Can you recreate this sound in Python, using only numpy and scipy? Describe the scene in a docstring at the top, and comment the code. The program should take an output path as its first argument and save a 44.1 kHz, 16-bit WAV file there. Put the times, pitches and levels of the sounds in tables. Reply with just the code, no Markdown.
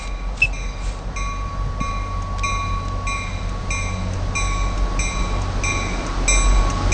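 """An air-driven bell, struck every 0.64 s, rings on a diesel passenger train rolling towards a platform.
Its bronze modes beat and echo off the station, and their Doppler shift falls as the train slows.
The ringer's piston clacks between blows; exhaust throb, engine drone, blower whine and wheel roar grow.
Close to the hand-held microphone come a short shrill squeak, rustles, ticks and bumps;
faint high chirps sound in the distance."""
import sys
import numpy as np
from scipy import signal
from scipy.fft import rfft, irfft, next_fast_len
from scipy.io import wavfile
from scipy.ndimage import uniform_filter1d, map_coordinates

SR = 44100
rng = np.random.default_rng(int(sys.argv[2]) if len(sys.argv) > 2 else 0)


def master(y):
    """Save y as 16-bit WAV."""
    cut = np.clip(np.atleast_2d(y).T, -1, 1)
    pcm = np.round(cut * 32767)  # scale
    wavfile.write(sys.argv[1], SR, pcm.astype(np.int16))


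N = 305613
TIME = np.arange(N) / SR

# clapper blows: [t/s, clang level/dB, then levels/dB relative to the clang of undertone, ring,
# shimmer, sparkle, far echoes and hum, then hum t60/s]
BLOWS = [(-.11, -31, 2, -11, -7, -13.5, 0.5, -8.5, 3.1),
         (0.5297, -34.5, 1.5, -8.5, -2.5, -13, 4, -10.5, 17),
         (1.1610, -29.5, 5, -11, -3, -14, -3.5, -0.5, 3.8),
         (1.8031, -30.5, 4.5, -11.5, -6, -15.5, -1.5, 2, 5.6),
         (2.4345, -21.5, -0.5, -12, -7, -16, -7.5, -3.5, 2.4),
         (3.0687, -23.5, 1.5, -11.5, -8, -10.5, -1, -10, 3.7),
         (3.705, -20.5, -2, -15.5, -6, -10.5, -3, -13, 4.3),
         (4.3517, -24.5, -3, -11.5, -0.5, -6.5, 2.5, -4, 4.7),
         (4.9918, -21, -2, -12.5, -3.5, -8, -0.5, -13.5, 9.2),
         (5.6364, -20, -2.5, -13.5, -3.5, -10.5, 2, -11.5, 4.8), (6.279, -17.5, 0, -11, 0, 2, -7, -14, 17),
         (6.9192, -18, -3, -16, -0.5, -6, 0, -16, 4.4)]
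# Doppler shift of the slowing train: [t/s, pitch rise/%]
DOPPLER_SHIFT = [(0, 1.05), (1.8, 1.0), (3.1, .65), (4.4, .36), (5.7, .12), (6.25, 0), (6.6, 0),
                 (6.93, -.2)]


def bell(bell_db=-2.07, bite_db=-0.5, bite_s=0.026, check_s=0.014):
    """Modal vibration: each blow checks the old ring and excites the upper modes; close pairs beat."""
    # upper modes of the bronze bell: [f/Hz, level/dB, t60/s, rise/s]
    modes = [(2111, -6.5, .9, .002), (2376, -4, .5, .0004), (2389, 0, .8, .0004), (2470, -19, 1.1, .001),
             (2495, -9, .2, .0004), (2535, -19.5, 1.0, .001), (2600, -13, .09, .0006),
             (3717, -3.5, 1.05, .0006), (3920, -6.5, 1.2, .003), (3938, 2.5, 1.55, .004),
             (4150, -21, 1.3, .002), (5195, -15, .4, .0006), (5313, -5.5, .52, .003),
             (5745, -12.5, .45, .0004), (5808, -3.5, .76, .0004), (6020, -11, .35, .0004),
             (6076, -10.5, .48, .0006), (6203, -.5, .78, .0004), (7705, -6, .52, .002),
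             (7728, -11, .55, .002), (7913, .5, .7, .001)]
    # centres of undertone, clang, ring, shimmer and sparkle: [f/Hz]
    registers = [2120, 2370, 3850, 6000, 7850]
    # the walls return a duller sound: [f/Hz, level/dB]
    wall_colour = [(2400, 5), (4000, 2), (6000, -1), (8000, 0)]
    direct, echoes = np.zeros(N), np.zeros(N)
    t = np.arange(int(.68 * SR)) / SR
    shift, = curves(DOPPLER_SHIFT)
    gaps = np.diff([row[0] for row in BLOWS], append=TIME[-1] + 1)
    onset_db = bite_db * np.exp(-t / bite_s)
    for (s, clang_db, under_db, *upper_db, echo_db, _, _), gap in zip(BLOWS, gaps):
        clock = np.cumsum(1 + np.interp(s + t, TIME, shift) / 100) / SR
        held = np.clip(1 - (t - gap) / check_s, 0, 1)
        ring = np.zeros(len(t))
        for hz, db, t60, rise in modes:
            # the air path makes level and phase fluctuate
            flutter_db = 1.9 * np.interp(t, np.linspace(0, t[-1], 41), np.r_[0, rng.standard_normal(40)])
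            waver = .06 * np.interp(t, np.linspace(0, t[-1], 25), np.cumsum(rng.standard_normal(25)))
            register_db = np.interp(hz, registers, [under_db, 0, *upper_db])
            level = clang_db + db + register_db + onset_db + flutter_db - 60 * t / t60
            envelope = held * (1 - np.exp(-t / rise)) * amp(level)
            ring += envelope * np.sin(2 * np.pi * (hz * clock + waver))
        add(direct, s, ring)
        # near surfaces return almost the same pitch and beat with the ring; far walls smear it downwards
        near = side_echoes(ring, latest_s=.12, flatten=.007, fade_db=3, count=6)
        far = side_echoes(ring, latest_s=.32, flatten=.058, fade_db=8, count=36)
        add(echoes, s, amp(-11.5) * near + amp(echo_db - 4.6) * far)
    return amp(bell_db) * (direct + coloured(echoes, lambda hz: amp(along(wall_colour, hz))))


def clapper(crack_db=-4, sizzle_db=-8):
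    """Impact excitation: the contact cracks, and the bell's crowded highest modes sizzle briefly."""
    # spectra of the impact and of the highest modes: [f/Hz, level/dB]
    crack_colour = [(1100, 0.5), (1500, 0.5), (1900, -8), (2450, 6.5), (3100, -21), (3900, -7),
                    (4700, -12.5), (5050, 0.5), (6300, 6.5), (6800, -17), (7900, -7.5), (8600, -11.5)]
    sizzle_colour = [(8000, -60), (9800, 0), (15000, 0), (16500, -40)]
    impacts = [(s, clang_db + shimmer_db) for s, clang_db, _, _, shimmer_db, *_ in BLOWS]
    crack = bursts(impacts, rise=.0002, t60=.028) * noise(crack_colour)
    sparkles = [(s, clang_db + sparkle_db) for s, clang_db, _, _, _, sparkle_db, *_ in BLOWS]
    sizzle = bursts(sparkles, rise=.001, t60=.35) * noise(sizzle_colour)
    return amp(crack_db) * crack + amp(sizzle_db) * sizzle


def bell_hum(hum_hz=1113.5, hum_db=3.0, flutter_db=1.34, swell_s=0.012):
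    """Light damping: the lowest mode rings on between blows, each of which feeds or checks it."""
    # swells and dips of the hum: [t/s, level/dB]
    sway = [(2.45, 0), (2.9, 4), (3.22, 4), (3.34, -9), (3.58, 7.5), (3.75, -1.5), (3.95, 0.5), (4.15, -9),
            (4.36, 0.5), (4.6, 1.5), (4.85, -3), (5.33, 2), (5.55, -3.5), (5.68, 2), (5.85, -3.5),
            (6.1, -1.5), (6.6, 0), (6.78, 2), (6.93, -5.5)]
    envelope = np.zeros(N)
    for s, clang_db, *_, fed_db, t60 in BLOWS:
        age = np.maximum(TIME - s, 0)
        taken_over = np.minimum(age / swell_s, 1)
        envelope += taken_over * (amp(clang_db + fed_db - 60 * age / t60) - envelope)
    sway_db, = curves(sway)
    envelope *= amp(hum_db + sway_db + flutter_db * wobble(26))
    hum = envelope * np.sin(2 * np.pi * hum_hz * train_clock() + 0.36 * wobble(14))
    reflected = hum * np.minimum(.5 + TIME / 10, 1)
    return hum + amp(-10) * side_echoes(reflected, latest_s=.3, flatten=.045, fade_db=3, count=12)[:N]


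def ringer(rattle_db=-4, rebound_s=.0045, rebound_db=-5, puff_db=-9):
    """Impact and rebound: the bell's piston snaps back, rings its housing and lets its air go."""
    # piston returns, about 0.42 s after a blow: [t/s, level/dB]
    returns = [(2.221, -34), (2.854, -42), (3.492, -34.5), (4.135, -29.5), (4.777, -30), (5.418, -30.5),
               (6.0654, -28), (6.7012, -21.5)]
    # modes of the steel piston and housing: [f/Hz, level/dB, t60/s]
    modes = [(2800, -6.5, 0.014), (5400, -12.5, .07), (5950, -6.5, .05), (6200, -6, .035),
             (6580, -3.5, .02), (8190, -6.5, 0.016)]
    # spectra of the rattle and of the escaping air: [f/Hz, level/dB]
    rattle_colour = [(800, -8), (2500, 2), (4500, -6), (6200, 2.5), (7300, -3), (8500, -3.5)]
    puff_colour = [(1000, -19.5), (3000, -9.5), (6000, -1.5), (8500, -8)]
    t = np.arange(SR // 10) / SR
    clack = np.zeros(N)
    for s, db in returns:
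        for delay, loss_db in (0, 0), (rebound_s, rebound_db):
            for hz, mode_db, t60 in modes:
                envelope = amp(db + loss_db + mode_db + rng.normal(0, 1.8) - 60 * t / t60)
                add(clack, s + delay, envelope * np.sin(2 * np.pi * (hz * t + rng.random())))
    rattle = bursts(returns, rise=.0003, t60=.022) * noise(rattle_colour)
    puff = bursts(returns, rise=.006, t60=0.11) * noise(puff_colour)
    return clack + amp(rattle_db) * rattle + amp(puff_db) * puff


def exhaust(gain_db=3):
    """Beating: the exhaust's closely spaced low tones interfere in a slow throb."""
    # exhaust tones: [f/Hz, level/dB]
    partials = [(33.9, -15), (40.7, -15), (43.45, -1), (48.7, -9), (54.3, -19)]
    # strength of the throb: [t/s, level/dB]
    throb = [(0, -27), (2.3, -26.5), (4.15, -28), (4.6, -20.5), (6.1, -27.5), (6.27, -17), (6.39, -19),
             (6.45, -13), (6.64, -15.5), (6.74, -30), (6.9, -18)]
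    throb_db, = curves(throb)
    clock = train_clock()
    tones = sum(amp(db) * np.sin(2 * np.pi * (hz * clock + rng.random()) + 0.34 * wobble(8))
                for hz, db in partials)
    return amp(throb_db + gain_db) * tones


def engine(crank_hz=15.35, drone_gain_db=2, upper_db=-40, upper_growth=0.59):
    """Rotational orders: the diesel drones at six times its crank speed, with weaker orders above."""
    # strength of the sixth order: [t/s, level/dB]
    drone_levels = [(0, -45), (.8, -40), (1.65, -33), (2.65, -27.5), (3.15, -33), (4.1, -25.5), (4.6, -29),
                    (5.08, -37), (5.4, -27.5), (5.75, -25.5), (6.15, -38.5), (6.55, -33), (6.93, -22)]
    # ground reflections favour other orders as the train nears: [order, far, midway, near level/dB]
    orders = [(8, -16.5, -9, -6), (8.75, -4, -7.5, -13), (11.08, -7.5, -4.5, -8), (12, -9, -1.5, -4),
              (15.03, -14, -13.5, -14), (16.03, -11.5, -8.5, -7.5), (17.53, -10.5, -15, -19),
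              (18.03, -16.5, -14, -15), (19.43, -16, -19, -16), (28.15, -21.5, -17.5, -20),
              (35.1, -16.5, -23.5, -14), (39.4, -16, -14, -6), (47.34, -15, -16.5, -10)]
    # when the train is far, midway and near: [t/s]
    stages = [0.6, 2.9, 7.9]
    drone_db, = curves(drone_levels)
    spread_db, _ = approach()
    crank_angle = 2 * np.pi * crank_hz * train_clock()
    drone = amp(drone_db + drone_gain_db + 1.1 * wobble(7)) * np.sin(6 * crank_angle + .2 * wobble(10))
    upper = np.zeros(N)
    for order, *stage_db in orders:
        level = np.interp(TIME, stages, stage_db) + 2.4 * wobble(5)
        upper += amp(level) * np.sin(order * crank_angle + 0.27 * wobble(6))
    return drone + amp(upper_db + upper_growth * spread_db) * upper


def blower(whine_hz=832):
    """Tonal fan noise: the locomotive's blower gives a wavering whine that comes forward as it nears."""
    # strength of the whine: [t/s, level/dB]
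    whine = [(0, -60.5), (3.6, -54.5), (5.7, -46), (6.4, -51), (6.8, -34), (6.93, -47)]
    whine_db, = curves(whine)
    envelope = amp(whine_db + 2.5 * wobble(12))
    return envelope * np.sin(2 * np.pi * whine_hz * train_clock() + 1.1 * wobble(30))


def wheels(roar_db=-34.5, hiss_db=-51):
    """Broadband noise: wheels and fans roar louder and fuller with nearness, under a thin hiss."""
    # roar, its low mids hollowed by the ground path while far: [f/Hz, far level/dB, near level/dB]
    roar_colour = [(14.9, 4.5, -5), (30, 12, 13.5), (63.5, 8.5, 1), (115, 2, 0.5), (203, -2, -3.5),
                   (305, -6, -1.5), (398, -8.5, -4.5), (475, -2.5, -7), (590, -4, -5), (950, -7, -8),
                   (1344, -10.5, -9.5), (1930, -17, -20), (3540, -28.5, -28.5), (9000, -61, -51)]
    # spectrum of the hiss: [f/Hz, level/dB]
    hiss_colour = [(500, -34.5), (2000, 6), (3000, 1.5), (4500, 3.5), (6300, 1.5), (7300, -8.5),
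                   (8500, -4.5), (10000, -15.5)]
    spread_db, treble_db = approach()
    near = np.clip((TIME - 4.0) / 1.94, 0, 1)
    far_roar = noise([(hz, db) for hz, db, _ in roar_colour], patchy_db=1.2)
    near_roar = noise([(hz, db) for hz, _, db in roar_colour], patchy_db=1.0)
    roar = np.sqrt(1 - near) * far_roar + np.sqrt(near) * near_roar
    hiss = noise(hiss_colour, patchy_db=.5)
    return amp(roar_db + spread_db) * roar + amp(hiss_db + treble_db) * hiss


def squeak(attack_s=0.0063, release_share=0.76, rasp_db=-24, harmonic_db=-21.5,
           slap_s=0.05, slap_db=-34, room_db=-24):
    """Stick-slip: a shrill, raspy tone catches, slips once more and droops, then reflects off a wall."""
    # two slips: [t/s, length/s, f/Hz, droop/(Hz/s), level/dB]
    slips = [(0.4166, 0.042, 2646, 900, -7), (0.448, 0.014, 2706, 20000, -15)]
    # spectrum of the rasp: [f/Hz, level/dB]
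    rasp_colour = [(2000, -21), (2700, 9), (3600, -1), (4300, -16), (5400, -2), (6600, -12), (7500, -28)]
    rasp = amp(rasp_db) * noise(rasp_colour)
    tone = np.zeros(N)
    for s, length, hz, droop, db in slips:
        age = np.clip(TIME - s, 0, length)
        attack = np.minimum(age / attack_s, 1)
        release = np.minimum((length - age) / (release_share * length), 1)
        pitch_hz = (hz - droop * age) * (1 + .008 * wobble(400))
        phase = 2 * np.pi * np.cumsum(pitch_hz) / SR
        wave = np.sin(phase) + amp(harmonic_db) * np.sin(2 * phase) + rasp
        tone += attack * release * amp(db + .6 * wobble(500)) * wave
    slap = np.interp(TIME - slap_s, TIME, tone)
    return tone + amp(slap_db) * slap + amp(room_db) * station(tone)


def handling():
    """Structure-borne sound: a hand rubs, clicks and bumps against the microphone's housing."""
    # rubs: [t/s, level/dB, half length/s]
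    rubs = [(0.027, -38.5, 0.031), (0.38, -40.5, 0.0039), (0.423, -37.5, 0.04), (0.87, -41, 0.043),
            (0.926, -49.5, 0.078)]
    # dry clicks: [t/s, level/dB]
    clicks = [(0.0742, -16), (0.405, -13.5), (0.9896, -22), (2.3835, -14.5), (2.393, -13.5), (2.883, -16)]
    # spectra of the friction and of the clicks: [f/Hz, level/dB]
    rub_colour = [(200, -8), (800, 3), (1800, -1), (3200, 0), (6000, -1), (8500, 0), (10000, -14)]
    click_colour = [(500, -15), (1600, -1), (3300, 0), (5500, -3), (8500, -9)]
    # dull knocks: [t/s, f/Hz, level/dB, half length/s]
    knocks = [(0.444, 98, -19, 0.0042), (1.646, 124, -26, 0.0057), (1.675, 122, -22, 0.0094),
              (1.7, 74.5, -24, .015), (1.814, 176, -11.5, 0.0021)]
    rubbing = sum(amp(db) * swell(s, half) for s, db, half in rubs)
    rustle = rubbing * amp(0.62 * wobble(160)) * noise(rub_colour, patchy_db=1.5)
    ticks = amp(-7.0) * bursts(clicks, rise=0.00096, t60=0.017) * noise(click_colour)
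    bumps = sum(amp(db) * swell(s, half) * np.cos(2 * np.pi * hz * (TIME - s))
                for s, hz, db, half in knocks)
    return rustle + ticks + bumps


def chirps():
    """Phase modulation: faint high chirps waver in the distance."""
    # chirps: [t/s, f/Hz, level/dB]
    pips = [(.70, 4800, -46), (.74, 4800, -44), (.79, 4850, -47), (1.49, 4750, -48), (1.53, 4600, -49),
            (1.58, 4800, -48)]
    return sum(amp(db) * swell(s, .009) * np.sin(2 * np.pi * hz * TIME + 0.6 * wobble(200))
               for s, hz, db in pips)


def train_clock():
    """Doppler effect: time as it arrives from the moving train, compressed by its approach."""
    shift, = curves(DOPPLER_SHIFT)
    return np.cumsum(1 + shift / 100) / SR


def approach(start_m=145.5, speed_m_per_s=14.25, air_db_per_m=0.0456):
    """Spherical spreading: gain in dB as the train nears, then that of treble, which air absorbs too."""
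    distance = np.maximum(start_m - speed_m_per_s * TIME, 1)
    spread_db = 20 * np.log10(start_m / distance)
    return spread_db, spread_db + air_db_per_m * (start_m - distance)


def side_echoes(ring, latest_s, flatten, fade_db, count):
    """Oblique reflection: trackside walls receive less Doppler shift, so echoes return late and flat."""
    oversampled = signal.resample_poly(ring, 4, 1)
    steps, grid = np.arange(len(ring)), np.arange(len(oversampled)) / 4
    echoes = np.zeros(2 * SR + len(ring))
    for far, angle in rng.random((count, 2)):
        start = int(min(.006 + latest_s * far ** 1.5, 2) * SR)
        flattened = np.interp(steps * (1 - flatten * angle ** 2), grid, oversampled)
        echoes[start:start + len(ring)] += amp(-fade_db * far) * flattened
    return echoes / np.sqrt(count)


def station(x):
    """Reverberation: a diffuse tail decays under the canopy and the footbridge."""
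    # reverberation time: [f/Hz, t60/s]
    decay = [(300, .6), (2500, 0.54), (8000, 0.24)]
    hz, t, z = signal.stft(rng.standard_normal(SR), SR, nperseg=256)
    tail = signal.istft(z * amp(-60 * t / along(decay, hz)[:, None]), SR, nperseg=256)[1]
    return signal.fftconvolve(x, tail / np.linalg.norm(tail))[:N]


def amp(db):
    """Decibels to gain."""
    return 10 ** (np.asarray(db) / 20)


def unit(x):
    """Scaled to rms 1."""
    return x / np.sqrt(np.mean(x ** 2) + 1e-20)


def along(points, hz):
    """[f/Hz, value] points read on a log axis."""
    f, v = np.transpose(points)
    return np.interp(np.log(hz + 1), np.log(f + 1), v)


def curves(rows):
    """One value per sample for each column after the time."""
    s, *cols = np.transpose(rows)
    return [np.interp(TIME, s, c) for c in cols]


def wobble(rate):
    """A smooth random curve, rate knots a second."""
    return map_coordinates(rng.standard_normal(int(N * rate / SR) + 4), [TIME * rate])


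def coloured(x, gain):
    """x times a gain that depends on frequency."""
    m = next_fast_len(N + 8192)
    return irfft(rfft(x, m) * gain(np.fft.rfftfreq(m, 1 / SR)), m)[:N]


def noise(spectrum, patchy_db=0):
    """Noise of rms 1 with the given colour and drifting patches of gain."""
    z = signal.stft(rng.standard_normal(N), nperseg=512)[2]
    field = uniform_filter1d(rng.standard_normal(z.shape), size=5, axis=0)
    field = uniform_filter1d(field, size=14, axis=1)
    patchy = signal.istft(z * amp(patchy_db * unit(field)), nperseg=512)[1][:N]
    return unit(coloured(patchy, lambda hz: amp(along(spectrum, hz))))


def bursts(rows, rise, t60):
    """Envelope of exponentially decaying bursts at [t/s, level/dB]."""
    ages = [(np.maximum(TIME - s, 0), db) for s, db in rows]
    return sum(amp(db - 60 * age / t60) * (1 - np.exp(-age / rise)) for age, db in ages)


def swell(s, half):
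    """A Gaussian rise and fall around time s."""
    return np.exp(-.5 * ((TIME - s) / half) ** 2)


def add(track, s, sound):
    """Mix a sound into the track at time s."""
    start = min(round(s * SR), N)
    sound, start = sound[max(-start, 0):], max(start, 0)
    track[start:start + len(sound)] += sound[:N - start]


def scene():
    """Superposition: all sources sum at the platform."""
    train = bell() + clapper() + bell_hum() + ringer() + exhaust() + engine() + blower() + wheels()
    return (train + squeak() + chirps() + handling())[None]


def record(dry):
    """Band limiting: the small microphone passes little high treble and nothing above its limit."""
    # microphone response: [f/Hz, level/dB]
    response = [(8550, 0), (8700, -21.5), (8950, -26.5), (15000, -29)]
    top_hz = 15830
    return np.array([coloured(x, lambda hz: amp(along(response, hz)) * (hz < top_hz)) for x in dry])


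dry = scene()
out = record(dry)
master(out)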